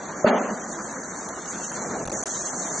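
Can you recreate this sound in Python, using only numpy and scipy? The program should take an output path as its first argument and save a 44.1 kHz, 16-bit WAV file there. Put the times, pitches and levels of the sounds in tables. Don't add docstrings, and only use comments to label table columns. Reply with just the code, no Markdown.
import sys
import numpy as np
from scipy import signal
from scipy.fft import rfft, irfft, next_fast_len
from scipy.io import wavfile
from scipy.ndimage import uniform_filter1d

SR = 44100
rng = np.random.default_rng(int(sys.argv[2]) if len(sys.argv) > 2 else 0)


def amplitude_ratio(level_db):
    exponent = np.asarray(level_db, float) / 20
    return 10 ** exponent


def int16_out(signal):
    q = np.round(np.clip(np.atleast_2d(signal).T, -1, 1) * 32767)
    wavfile.write(sys.argv[1], SR, q.astype(np.int16))


N = 123479

# time in seconds, level in dB.
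SPRAY_LEVEL = [(0, -40.5), (.25, -41), (.5, -40.5), (.8, -40), (1.05, -39.5), (1.4, -39), (1.65, -36),
               (1.8, -36), (1.9, -37), (2.05, -35.5), (2.2, -31), (2.3, -29.5), (2.55, -32), (2.8, -32.5)]
# frequency in Hz, density in dB per Hz.
SPRAY_SPECTRUM = [(2000, -19), (3300, -15.5), (4400, -15.5), (5300, -17), (6400, 2.5), (7600, -7),
                  (9000, -18), (11500, -24)]
# time in seconds, level in dB, pitch in Hz.
NEAR_DROPS = [(.927, -36, 9800), (1.035, -36, 4500), (1.289, -34, 9900), (1.2893, -34, 10900),
              (1.289, -36, 3500), (1.459, -35, 2800), (1.718, -34, 9200), (1.7183, -35, 10300),
              (2.054, -31, 3700), (2.058, -31, 9300), (2.075, -28, 9300), (2.0965, -31, 9000),
              (2.081, -31, 3200), (2.102, -31, 4300), (2.118, -31, 4400), (2.1295, -31, 10600),
              (2.236, -29, 9800), (2.319, -19, 6500)]
# frequency in Hz, level in dB, T60 in seconds.
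BODY_MODES = [(244, -17.5, 0.33), (387, -11.5, 0.37), (433.3, -20, 0.5), (535, -16.5, 0.21),
              (577, -16.5, 0.58), (601, -1.5, 0.097), (629, -12, 0.55), (686.6, -25.5, 1),
              (1000, -12.5, 0.11), (1266, -11, 0.39), (2070, -18, 0.34), (3180, -15, .05)]
# frequency in Hz, density in dB per Hz.
ECHO_SPECTRUM = [(59, -60.5), (130, -40), (215, 1), (254, -6), (309, -14.5), (600, -6.5), (2000, -21),
                 (2900, -27), (3750, -27), (4400, -25.5), (6500, -49.5), (11000, -120)]
# frequency in Hz, T60 in seconds.
ECHO_T60 = [(200, 1.0), (600, 0.95), (1500, 0.8), (2800, .8), (4000, 0.28)]
# frequency in Hz, density in dB per Hz.
RUMBLE_SPECTRUM = [(35, -61), (60, -12.5), (206, 1.5), (706, -1), (776, -3), (1470, -22.5), (2500, -20.5),
                   (3250, -32), (5500, -120)]
# time in seconds, level in dB.
RUMBLE_LEVEL = [(1.6, -61), (1.8, -36.5), (1.98, -31.5), (2.15, -30), (2.3, -40.5), (2.8, -43)]
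# frequency in Hz, density in dB per Hz.
YARD_SPECTRUM = [(40, -25), (120, -11), (190, 2.5), (450, -2.5), (740, -1.5), (1700, -4.5), (2600, -21.5),
                 (4500, -19.5)]
# centre in seconds, length in seconds, rise in dB.
GUSTS = [
    (1.86, 0.039, 10.5),
    (2.081, 0.076, 17),
    (2.23, 0.038, 5),
    (2.714, 0.089, -9),
]
# frequency in Hz, likeness from 0 to 1.
LIKENESS = [(60, 0.72), (170, 1), (500, 0.95), (1400, .87), (3000, 0.35), (6300, .6), (7200, 0.49),
            (8200, 0.0)]
# start in seconds, length in seconds.
SILENCES = [
    (2.0463, .0058),
    (2.0677, .0058),
    (2.0890, .0058),
    (2.1103, .0058),
    (2.2197, .0032),
    (2.2385, .0190),
]
# frequency in Hz, step in dB.
STEP_SHAPE = [(60, 1), (200, -4), (1200, -3), (2100, 0), (2450, 3.5), (3900, 3), (4400, 0), (4800, 2),
              (5800, 0), (10500, 0), (11300, 12)]
# start in seconds, length in seconds.
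SHORT_BLOCKS = [
    (.2435, .014),
    (.6595, .021),
    (.9155, .021),
    (1.022, .021),
    (1.278, .021),
    (1.449, .021),
    (1.705, .021),
    (2.046, .088),
    (2.217, .042),
]
# start in seconds, length in seconds, step change in dB.
BIT_SHARE = [
    (.215, .029, 2),
    (.2445, .013, -5),
    (.28, .012, -6),
    (.30, .036, 3),
    (2.14, .07, 1.5),
    (2.257, .03, -14),
]

LEFT_RIGHT = np.array([[1], [-1]])


def rms_one(x):
    return x / np.sqrt(np.mean(x ** 2) + 1e-20)


def in_time(rows):
    return np.interp(np.arange(N) / SR, *np.transpose(rows))


def at_hz(points, hz):
    table_hz, value = np.array(points).T
    return np.interp(np.log(hz), np.log(table_hz), value)


def drift(rate_hz):
    r = np.exp(-80 * np.pi * rate_hz / SR)
    slow = signal.lfilter([1], [1, -2 * r, r * r], rng.standard_normal(N // 40 + 2002))[2000:]
    return np.interp(np.arange(N) / 40, np.arange(len(slow)), rms_one(slow - slow.mean()))


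def butter(x, order, hz, kind):
    return signal.sosfilt(signal.butter(order, hz, kind, fs=SR, output="sos"), x)


def ring(clicks, hz, t60_s):
    r, w = amplitude_ratio(-60 / (t60_s * SR)), 2 * np.pi * hz / SR
    return signal.lfilter([0, np.sin(w)], [1, -2 * r * np.cos(w), r * r], clicks + 1e-18)


def banded(spectrum, shared_db, own_db, shape=lambda hz: 1):
    size = next_fast_len(N)
    hz = np.fft.rfftfreq(size, 1 / SR) + 1e-3
    alike = np.clip(at_hz(LIKENESS, hz), 0, .995)
    mid, side = rfft(rng.standard_normal((2, size)))
    pair = np.sqrt(1 + alike) * mid + np.sqrt(1 - alike) * side * LEFT_RIGHT
    edge = np.clip(hz / spectrum[0][0], 0, 1) ** 4 * np.clip(spectrum[-1][0] / hz, 0, 1) ** 8
    both = amplitude_ratio(at_hz(spectrum, hz)) * edge * pair
    both = both / np.sqrt(np.mean(irfft(both, size) ** 2))
    together_db = shared_db * (drift(1.8) + drift(37.5))
    out = 0
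    for centre_hz in 2 ** np.arange(5, 14, .5):
        window = np.cos(np.pi / 2 * np.clip(2 * np.log2(hz / centre_hz), -1, 1)) ** 2
        band = irfft(both * window, size)[:, :N]
        out = out + band * amplitude_ratio(together_db + own_db * drift(24)) * shape(centre_hz)
    return out


def drops(per_s, low_hz, high_hz, cycles, tone):
    size_db = 6.5 * np.minimum(rng.exponential(1, N), 3.0)
    sizes = amplitude_ratio(size_db) * rng.choice([-1, 1], N)
    born = rng.random(N) < per_s * amplitude_ratio(3 * drift(12)) / SR
    dealt = rng.integers(0, 16, N)
    out = 0
    for k, hz in enumerate(np.geomspace(low_hz, high_hz, 16)):
        pan_db = 2.5 * rng.standard_normal() * LEFT_RIGHT
        out = out + ring(sizes * born * (dealt == k), hz, cycles / hz) * amplitude_ratio(at_hz(tone, hz) + pan_db)
    return rms_one(out)


def near_drops():
    pan_db, t60_s = 5, .004
    out = 0
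    for k, (s, db, hz) in enumerate(NEAR_DROPS):
        click = np.zeros(N)
        click[int(s * SR)] = 1
        out = out + amplitude_ratio(db + pan_db * (-1) ** k * LEFT_RIGHT) * ring(click, hz, t60_s)
    return out


def spray():
    hiss = banded(SPRAY_SPECTRUM, shared_db=1.42, own_db=1.19)
    grain = drops(820, 5600, 8000, 3.9 * 3, SPRAY_SPECTRUM)
    grain = amplitude_ratio(-8.5) * butter(grain, 4, 5500, "high")
    return amplitude_ratio(in_time(SPRAY_LEVEL)) * (hiss + grain) + near_drops()


def bang():
    start_s, level_db, contact_hz, body_low_hz = .2440, 1, 451, 226
    echo_db, echo_rise_s, echo_lag_s = -15.5, .0035, .014
    click = np.zeros(N)
    click[int(start_s * SR) + np.array([0, 70])] = .4, .8
    r = np.exp(-2 * np.pi * contact_hz / SR)
    push = signal.lfilter([(1 - r) ** 2], [1, -2 * r, r * r], click + 1e-18)
    push = butter(push, 2, body_low_hz, "high")
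    direct = sum(amplitude_ratio(level_db + db) * ring(push, hz, t60_s) for hz, db, t60_s in BODY_MODES)
    age_s = np.clip(np.arange(N) / SR - start_s - echo_lag_s, 0, None)

    def dying(hz):
        return (1 - np.exp(-age_s / echo_rise_s)) * amplitude_ratio(-60 * age_s / at_hz(ECHO_T60, hz))

    return direct + amplitude_ratio(echo_db) * banded(ECHO_SPECTRUM, shared_db=.7, own_db=1.2, shape=dying)


def rumble():
    return amplitude_ratio(in_time(RUMBLE_LEVEL)) * banded(RUMBLE_SPECTRUM, shared_db=.7, own_db=1.2)


def wind():
    level_db, low_hz, high_hz, alike = -59.5, 29.2, 66, .68
    t = np.arange(N) / SR
    common, own = butter(rng.standard_normal((2, N)), 2, [low_hz, high_hz], "band")
    air = alike * common + (1 - alike) * own * LEFT_RIGHT
    gust_db = sum(db * np.exp(-((t - s) / length_s) ** 2) for s, length_s, db in GUSTS)
    return amplitude_ratio(level_db + gust_db + 0.57 * drift(5.3)) * rms_one(air)


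def yard():
    drone = amplitude_ratio(-35) * banded(YARD_SPECTRUM, shared_db=0.83, own_db=1.96)
    patter = amplitude_ratio(-62.5) * drops(360, 500, 1500, 21, YARD_SPECTRUM)
    return drone + patter + wind()


def scene():
    return spray() + bang() + rumble() + yard()


def coarse(x, blocks, spare_db, wander_db):
    frame, first = 941, 382
    kept_share, dead_zone = .088, .62
    band_wander_db, loud_from_db, loud_cost = 2.2, -29, .24
    hop = frame // blocks
    lead = 2 * frame - first
    count = (N + lead) // hop + 2
    mid_side = np.array([[1, 1], [1, -1]]) / np.sqrt(2)
    padded = np.pad(mid_side @ x, ((0, 0), (lead, (count + 1) * hop - N - lead)))

    n, k = np.arange(2 * hop), np.arange(hop) + .5
    window = np.sin(np.pi * (n + .5) / (2 * hop))
    basis = np.sqrt(2 / hop) * window * np.cos(np.pi / hop * np.outer(k, n + .5 + hop / 2))
    starts, hz = np.arange(count) * hop, k * SR / 2 / hop
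    shape = amplitude_ratio(at_hz(STEP_SHAPE, hz))
    lines = padded[:, starts[:, None] + n] @ basis.T / shape

    edge = np.quantile(np.abs(lines), 1 - kept_share, axis=(0, 2))
    edge = np.abs(uniform_filter1d(edge, size=blocks)) + 1e-9
    by_band_db = band_wander_db * rng.standard_normal((count, 64))[:, (hz / 400).astype(int)]
    by_frame_db = spare_db[np.clip(starts + hop - lead, 0, N - 1)] + wander_db * rng.standard_normal(count)
    level_db = 10 * np.log10(np.mean(lines ** 2, axis=(0, 2)) + 1e-12)
    by_frame_db = by_frame_db + loud_cost * np.maximum(level_db - loud_from_db, 0)
    step = edge[:, None] / dead_zone * amplitude_ratio(by_frame_db[:, None] + by_band_db)

    rounded = np.sign(lines) * np.floor(np.abs(lines) / step + 1 - dead_zone) * step
    kept = (rounded * shape) @ basis
    early = np.pad(kept[..., :hop], ((0, 0), (0, 1), (0, 0)))
    late = np.pad(kept[..., hop:], ((0, 0), (1, 0), (0, 0)))
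    return mid_side @ (early + late).reshape(2, -1)[:, lead:lead + N]


def band_limit(x):
    return signal.sosfilt(signal.butter(12, 11540, fs=SR, output="sos"), x)


def record(dry):
    fade_s, short_db, drop_bits_db, drop_reach_s = .0006, 2.5, -3, .002
    t, gate, short = np.arange(N) / SR, np.ones(N), np.zeros(N)
    for s, length_s in SILENCES:
        gate *= np.clip(np.maximum(s - t, t - s - length_s) / fade_s, 0, 1)
    for s, length_s in SHORT_BLOCKS:
        short += (t > s) & (t < s + length_s)
    short = uniform_filter1d(short, size=120)
    spare_db = sum(db * ((t > s) & (t < s + length_s)) for s, length_s, db in BIT_SHARE)
    stored = (1 - short) * coarse(dry, 1, spare_db, wander_db=.6)
    at_drop = np.any([np.abs(t - s) < drop_reach_s for s, db, hz in NEAR_DROPS], axis=0)
    spare_db = spare_db + short_db + drop_bits_db * at_drop
    stored = stored + short * coarse(dry * gate, 8, spare_db, wander_db=2.6)
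    stored = butter(stored, 2, 45, "high")
    return band_limit(stored * np.abs(uniform_filter1d(gate, size=60)) ** .5)


dry = scene()
out = record(dry)
int16_out(out)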